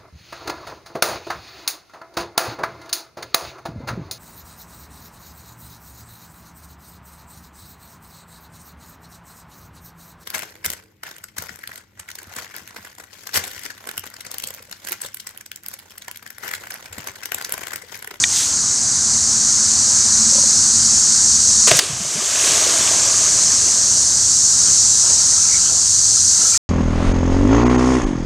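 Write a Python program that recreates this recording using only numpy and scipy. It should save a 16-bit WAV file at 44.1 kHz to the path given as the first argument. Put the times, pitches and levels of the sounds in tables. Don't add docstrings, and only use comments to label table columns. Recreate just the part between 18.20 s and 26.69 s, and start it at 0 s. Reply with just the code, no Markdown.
import sys
import numpy as np
from scipy import signal
from scipy.fft import rfft, irfft, next_fast_len
from scipy.io import wavfile
from scipy.ndimage import uniform_filter1d, map_coordinates

SR = 44100
rng = np.random.default_rng(int(sys.argv[2]) if len(sys.argv) > 2 else 0)


def field_ratio(decibels):
    return 10 ** (np.asarray(decibels, dtype=float) / 20)


def inscribe(sig):
    pcm = np.round(np.clip(np.atleast_2d(sig).T, -1, 1) * 32767)
    wavfile.write(sys.argv[1], SR, pcm.astype(np.int16))


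N = 374409
TIME = np.arange(N) / SR

# f/Hz, width/Hz, level/dB
TYMBAL_MODES = [(4650, 67, -16), (6000, 750, -7)]
# f/Hz, level/dB per Hz
CHORUS_SPECTRUM = [(1500, -65.5), (2500, -32.5), (3470, -25), (4200, -11), (5010, -9), (5760, -1.5),
                   (6180, 1.5), (6870, 0), (8330, -6), (10100, -23), (11000, -34), (13000, -37.5),
                   (15800, -52)]
# t/s, level/dB
CHORUS_EFFORT = [
    (0, -1),
    (2.1, .5),
    (2.4, 0),
    (3.2, .5),
    (5, 0),
    (8.4, 0),
]
# f/Hz, level/dB per Hz
AIR_SPECTRUM = [(15, -57.5), (25, -15.5), (92, -4.5), (186, -8.5), (224, -7), (259, -8), (353, -14.5),
                (556, -18), (774, -15), (992, -13), (1560, -12.5), (2620, -22.5), (3500, -25.5),
                (4550, -61), (7700, -120)]
# f/Hz, level/dB per Hz
RUMBLE_SPECTRUM = [(18, -46), (30, -24.5), (38, -15), (54, -1), (92, 4), (118, -13), (150, -12), (167, -5),
                   (180, -0.5), (230, -40.5), (400, -120)]
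# t/s, peak level/dB
TRAFFIC_PASSES = [
    (0, -54),
    (1.8, -48),
    (3.2, -42),
    (5.2, -39),
    (7.4, -37.5),
]
# t/s, peak level/dB
MOTOR_REVS = [
    (.95, -32.5),
    (2.0, -37),
    (2.65, -36.5),
    (3.4, -41.5),
    (5.5, -41.5),
]
# t/s, peak level/dB
ENGINE_PULSES = [
    (0, -39),
    (.8, -46),
    (2.5, -40),
]
# f/Hz, level/dB, t60/s
TWIG_MODES = [(1910, -2, 0.021), (2350, 0, 0.016), (2800, -17, 0.022), (3590, 11, 0.0064),
              (4200, -6.5, .012), (3080, -9, 0.021), (10560, -18, .004)]
# t/s, peak level/dB
LEAF_BRUSHES = [
    (.165, -36.5),
    (.215, -40),
]
# f/Hz, level/dB per Hz
LEAF_SPECTRUM = [(800, -19), (1600, -12), (2600, -9.5), (3500, -4.5), (8000, 3), (12000, -14.5),
                 (15500, -17)]
# t/s, peak level/dB, f/Hz
ROPE_CREAKS = [
    (2.123, -31, 553),
    (2.151, -26.5, 546),
    (2.18, -24.5, 562),
    (2.235, -28.5, 555),
]
# t/s, level/dB, t60/s, low f/Hz, high f/Hz
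WATER_SLAPS = [
    (3.474, -4.5, 0.016, 300, 4500),
    (3.478, -8.5, .03, 396, 5040),
    (3.488, -15, 0.013, 1500, 5000),
    (3.5113, 0, .02, 2020, 4500),
    (3.515, 9, 0.012, 500, 3500),
    (3.54, -19, .006, 1990, 11950),
    (3.5705, 2, .003, 5000, 12000),
    (3.5905, 14.5, 0.0055, 1400, 9000),
    (3.5935, 2, 0.013, 1500, 5830),
]
# t/s, level/dB, f/Hz, t60/s
CLOSING_CAVITIES = [(3.474, -17, 1100, .04), (3.475, -15, 450, .05), (3.512, -3, 680, .035),
                    (3.518, -4, 620, .03), (3.512, -13, 400, .04), (3.538, -15, 520, .05),
                    (3.5912, -4, 1620, .014), (3.5912, -5, 1900, .012), (3.571, -1, 8800, .005),
                    (3.5915, 0, 4750, .016), (3.5915, -7, 5500, .012), (3.63, -30, 400, .06),
                    (3.955, -29, 420, .07), (4.02, -30, 400, .07)]
# t/s, peak level/dB, f/Hz
AIR_GULPS = [
    (3.514, -12, 119),
    (3.548, -17, 132),
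    (3.698, -18, 137),
    (3.729, -18.5, 110),
    (3.804, -19.5, 176),
    (3.85, -27, 134),
    (3.953, -21, 152),
    (3.975, -22, 207),
]
# t/s, strength level/dB
WATER_SURGES = [
    (3.474, 1.5),
    (3.512, 1),
    (3.55, -2),
    (3.597, 11),
]
# level/dB, fall/(dB/s)
SURGE_LAYERS = [
    (-24.5, 69),
    (-17.5, 94.5),
    (-35, 89),
]
# t/s, strength level/dB
WATER_SHOWERS = [
    (3.83, -2.5),
    (4.0, -5),
    (4.27, 2),
    (4.63, -4.5),
    (5.07, -11),
    (5.5, -14.5),
]
# level/dB, rise/(dB/s), fall/(dB/s), lag/s
SHOWER_LAYERS = [
    (-26, 16.8, 14.5, 0.054),
    (-19.5, 27.6, 24.5, -0.004),
    (-29, 14, 24, -.02),
]
# f/Hz, level/dB per Hz
BUBBLE_SPECTRUM = [(120, -38.5), (200, -7.5), (324, -1), (433, -5.5), (514, -5), (660, 0), (807, -7.5),
                   (883, -4.5), (1170, -1.5), (1410, -6.5), (1610, -1.5), (2200, -18), (2860, -31),
                   (4840, -120)]
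# f/Hz, level/dB per Hz
SPRAY_SPECTRUM = [(900, -18), (1800, -7), (3000, -2), (5000, 0), (8000, 3.5), (11000, -11.5),
                  (15800, -36.5)]
# f/Hz, level/dB per Hz
MIST_SPECTRUM = [(6000, -13.5), (9500, 3), (11000, -2.5), (13000, -6), (15700, -12.5)]
# t/s, peak level/dB
LAKE_HEAVES = [
    (3.62, -22),
    (4.6, -40),
    (5.4, -46),
]
# t/s, peak level/dB, f/Hz
FALLING_DROPS = [(4.003, -17, 1190), (4.146, -12, 1700), (4.247, -15, 1590), (4.38, -12, 1180),
                 (4.421, -13.5, 655), (4.467, -24.5, 2780), (4.53, -15, 1180), (4.601, -9, 1670),
                 (4.66, -18, 660), (4.71, -18, 623), (4.869, -15, 1630), (4.94, -15, 1180),
                 (5.057, -13, 1200), (5.188, -18, 1220), (5.305, -13, 1730), (5.586, -32, 678),
                 (6.398, -23, 1130), (6.922, -24, 934), (7.558, -25, 3000), (8.119, -24, 1680)]
# t/s, peak level/dB, rise/(dB/s), fall/(dB/s)
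MIST_DRIFTS = [
    (5.7, -45, 13, 3),
    (8.36, -39.5, 34, 30),
]
# t/s, peak level/dB
HOLLOW_KNOCKS = [(6.461, -19), (6.626, -25), (6.862, -19), (7.015, -20), (7.177, -15), (7.288, -21),
                 (7.36, -17), (7.414, -25), (7.494, -18), (7.97, -16), (8.215, -18), (8.248, -18),
                 (8.29, -18), (8.32, -16), (8.345, -10.5)]
# t/s, level/dB, f/Hz, t60/s, relative glide
RISING_BUBBLES = [
    (6.495, -33, 1710, 0.083, 1.3),
    (8.23, -25, 2900, .04, 0.055),
    (8.335, -22.5, 2350, 0.079, .05),
    (8.35, -22, 1850, 0.053, .05),
]
# t/s, strength level/dB, brightness/dB
BANK_WAVELETS = [(6.5, -40.5, 1.5), (6.65, -47.5, -2), (6.9, -39, -2), (7.0, -41.5, 1), (7.13, -44, 2),
                 (7.24, -44, 2.5), (7.36, -37, 0.5), (7.47, -44.5, 6.5), (7.53, -48, -8), (7.92, -55, -4),
                 (8.2, -44, -6), (8.27, -39, 3), (8.36, -40, 4)]
# t/s, depth/dB
GAIN_DUCKS = [
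    (0, 3),
    (.045, 6),
    (3.497, 4),
    (3.522, 5),
    (3.598, 18),
]


def unit(x):
    return x / np.sqrt(np.mean(x ** 2) + 1e-20)


def along(points, hz):
    f, level = np.transpose(points)
    return np.interp(np.log(hz + 1), np.log(f + 1), level, left=-120, right=-120)


def wobble(rate):
    knots = rng.standard_normal(int(N * rate / SR) + 4)
    return map_coordinates(knots, [np.arange(N) * rate / SR])


def phase_of(hz):
    return 2 * np.pi * np.cumsum(hz) / SR


def coloured(x, spectrum):
    m = next_fast_len(N + 8192)
    gain = field_ratio(along(spectrum, np.fft.rfftfreq(m, 1 / SR)))
    return unit(irfft(rfft(x, m) * gain, m)[:N])


def patchy(patchy_db):
    z = signal.stft(rng.standard_normal(N), nperseg=512)[2]
    field = uniform_filter1d(rng.standard_normal(z.shape), size=6, axis=0)
    field = uniform_filter1d(field, size=12, axis=1)
    return signal.istft(z * field_ratio(patchy_db * unit(field)), nperseg=512)[1][:N]


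def grains(hz, spread, cycles, size_db, rise, count):
    u, g = rng.random((count, 2)), rng.standard_normal(count)
    pitch = np.clip(hz * np.exp(spread * g), hz / 3, 15000)[:, None]
    k = np.arange(min(int(9 * cycles * SR / hz), 1200))
    turns = k * pitch / SR
    wave = np.sin(2 * np.pi * turns * (1 + rise * turns / cycles))
    wave *= np.exp(-turns / cycles) * (1 - np.exp(-2 * turns))
    wave *= field_ratio(-size_db * np.log(1 - u[:, 1:]))
    at = (u[:, :1] * N).astype(int) + k
    return unit(np.bincount(at.ravel(), wave.ravel(), N + len(k))[:N])


def add_mode(track, s, db, hz, t60, attack=0.00079, rise=0.):
    t = np.arange(SR // 4) / SR
    envelope = field_ratio(db - 60 * t / t60) * (1 - np.exp(-t / attack))
    track[round(s * SR):][:len(t)] += envelope * np.sin(2 * np.pi * hz * t * (1 + rise * t / t60))


def swells(events, rise, fall):
    t = np.arange(0, N + 16, 16) / SR
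    power = sum(field_ratio(2 * (db + np.minimum(abs(rise) * (t - s), abs(fall) * (s - t)))) for s, db in events)
    return np.interp(TIME, t, np.sqrt(power))


def cicadas():
    clicks = 0
    for hz, width_hz, db in TYMBAL_MODES:
        clicks = clicks + field_ratio(db) * grains(hz, spread=.3 * width_hz / hz, cycles=4, size_db=1.5,
                                           rise=0., count=14000)
    clicks = coloured(clicks, [(3500, -29.0), (4500, 17.0), (9000, -10), (11000, -22)])
    blur = coloured(patchy(patchy_db=0.5), CHORUS_SPECTRUM)
    effort_s, effort_db = np.transpose(CHORUS_EFFORT)
    swell_db = np.interp(TIME, effort_s, effort_db) + .5 * wobble(2.15) + 0.097 * wobble(9)
    return field_ratio(-12.5 + swell_db) * unit(blur + field_ratio(-17.5) * clicks)


def air():
    breeze_db = -30.5 - 0.95 * TIME + 0.34 * wobble(2.64)
    return field_ratio(breeze_db) * coloured(patchy(patchy_db=1.0), AIR_SPECTRUM)


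def traffic():
    level = swells(TRAFFIC_PASSES, rise=6.5, fall=3.2) * field_ratio(-1.5 + 1.3 * wobble(5.9))
    return level * coloured(patchy(patchy_db=1.0), RUMBLE_SPECTRUM)


def motors():
    phase = phase_of(221 + 1.7 * wobble(6))
    beat = 1 + .55 * np.cos(phase_of(11.4 + 1.2 * wobble(3)))
    tone = np.sin(phase) + field_ratio(-29.0) * np.sin(2 * phase)
    drone = swells(MOTOR_REVS, rise=30, fall=9.8) * field_ratio(2.3 * wobble(6.3)) * beat * tone
    pulse = 1 + np.cos(2 * np.pi * 4.3 * (TIME - .08))
    throb = swells(ENGINE_PULSES, rise=8, fall=18) * pulse * np.sin(2 * np.pi * 86 * TIME)
    hum = field_ratio(-42.5 + 1.6 * wobble(4.9)) * np.sin(phase_of(107 + 1.5 * wobble(3.1)))
    return drone + throb + hum


def twig():
    x = np.zeros(N + SR)
    for hz, db, t60 in TWIG_MODES:
        add_mode(x, .0385, db, hz, t60)
    return x[:N]


def leaves():
    flicks = grains(6000, spread=.7, cycles=.7, size_db=1.5, rise=0., count=14000)
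    rustle = coloured(patchy(patchy_db=1) + .7 * flicks, LEAF_SPECTRUM)
    return field_ratio(17.5) * swells(LEAF_BRUSHES, rise=170, fall=113) * rustle


def rope():
    x = np.zeros(N + SR)
    for s, db, hz in ROPE_CREAKS:
        add_mode(x, s, db + 5.5, hz, .06, attack=0.0028)
        add_mode(x, s, db + 2, 1.75 * hz, .04, attack=.004)
    return x[:N]


def slaps():
    x, t = np.zeros(N + SR), np.arange(SR // 20) / SR
    for s, db, t60, low_hz, high_hz in WATER_SLAPS:
        band = signal.butter(2, [low_hz, high_hz], "band", fs=SR)
        burst = signal.lfilter(*band, rng.standard_normal(len(t)))
        x[round(s * SR):][:len(t)] += field_ratio(db - 60 * t / t60) * burst
    return x[:N]


def cavities():
    x = np.zeros(N + SR)
    for s, db, hz, t60 in CLOSING_CAVITIES:
        add_mode(x, s, db, hz, t60, attack=0.0013, rise=-0.018)
    for s, db, hz in AIR_GULPS:
        add_mode(x, s, db + 1, 1.1 * hz, .07, attack=0.004, rise=-0.091)
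    return x[:N]


def splash():
    bubbles = patchy(patchy_db=.8)
    bubbles = bubbles + .3 * grains(1200, spread=.7, cycles=1.5, size_db=1.5, rise=.04, count=7000)
    spray = patchy(patchy_db=1.5)
    spray = spray + 0.53 * grains(2770, spread=0.57, cycles=1.2, size_db=1.7, rise=0., count=15000)
    mist = patchy(patchy_db=1.5)
    mist = mist + .6 * grains(11000, spread=.3, cycles=1.2, size_db=1.8, rise=0., count=9000)
    layers = [field_ratio(-0.5) * coloured(bubbles, BUBBLE_SPECTRUM),
              field_ratio(3.5) * coloured(spray, SPRAY_SPECTRUM),
              field_ratio(-3.5) * coloured(mist, MIST_SPECTRUM)]
    x = np.zeros(N)
    for layer, (surge_db, dies), (shower_db, rise, fall, lag) in zip(layers, SURGE_LAYERS, SHOWER_LAYERS):
        surge = field_ratio(surge_db) * swells(WATER_SURGES, 8000, dies)
        shower = field_ratio(shower_db) * swells(np.add(WATER_SHOWERS, [lag, 0]), rise, fall)
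        x += np.hypot(surge, shower) * layer
    return (TIME > WATER_SURGES[0][0] - .003) * x


def churn():
    heave = coloured(patchy(patchy_db=6.5), [(25, -22), (60, -3), (120, -1.5), (220, -3.5), (400, -24)])
    return (TIME > WATER_SURGES[0][0]) * swells(LAKE_HEAVES, rise=40, fall=22) * heave


def add_drop(track, s, db, hz):
    add_mode(track, s, db - 1.5, hz, 30 / hz, attack=0.0031, rise=0.04)


def drops():
    x = np.zeros(N + SR)
    for s, db, hz in FALLING_DROPS:
        add_drop(x, s, db, hz)
    return x[:N]


def haze():
    level = sum(swells([(s, db)], rise, fall) for s, db, rise, fall in MIST_DRIFTS)
    return level * coloured(patchy(patchy_db=1.5), MIST_SPECTRUM)


def knocks():
    x = np.zeros(N + SR)
    for s, db in HOLLOW_KNOCKS:
        add_drop(x, s, db, 1310 * (1 + .03 * rng.standard_normal()))
    return x[:N]


def plinks():
    x = np.zeros(N + SR)
    for s, db, hz, t60, glide in RISING_BUBBLES:
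        add_mode(x, s, db, hz, t60, attack=0.0045, rise=glide)
    return x[:N]


def wavelet_level(lean, rise=130, fall=170):
    return swells([(s, db + lean * bright_db) for s, db, bright_db in BANK_WAVELETS], rise, fall)


def lapping():
    wash = coloured(patchy(patchy_db=4.0), [(250, -5.5), (500, -4), (1000, 2), (1500, -18)])
    hollow = grains(1340, spread=0.042, cycles=12, size_db=2.5, rise=.01, count=1500)
    trickle = coloured(patchy(patchy_db=4.5), [(1200, 4), (1800, 1.0), (3300, -1.5), (5000, -25)])
    x = field_ratio(3.0) * wavelet_level(-0.78) * wash
    x += field_ratio(-4.5) * wavelet_level(.6, rise=60) * hollow
    return x + field_ratio(2.0) * wavelet_level(1) * trickle


def ducking_db():
    creep_db, creep_s, recover_db_per_s = 8.5, 1.0, 13.5
    left = []
    for s, db in GAIN_DUCKS:
        slow = min(db, creep_db) * np.exp(-abs(TIME - s) / creep_s)
        fast = np.maximum(db - creep_db - recover_db_per_s * (TIME - s), 0)
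        left.append((TIME >= s) * (slow + fast))
    return -uniform_filter1d(np.max(left, axis=0), size=132)


def scene():
    background = cicadas() + air() + traffic() + motors()
    near = twig() + leaves() + rope() + slaps() + cavities() + drops() + knocks() + plinks()
    lake = splash() + churn() + haze() + lapping()
    return np.tile(background + near / field_ratio(ducking_db()) + lake, (2, 1))


def roll_off(x):
    return signal.sosfilt(signal.butter(12, 15750, fs=SR, output="sos"), x)


def record(dry):
    x = signal.lfilter(*signal.butter(1, 30, "high", fs=SR), dry * field_ratio(ducking_db()))
    x = np.clip(x, -1, 1) * (TIME < 8.3757)
    return roll_off(x)


dry = scene()
out = record(dry)
inscribe(out)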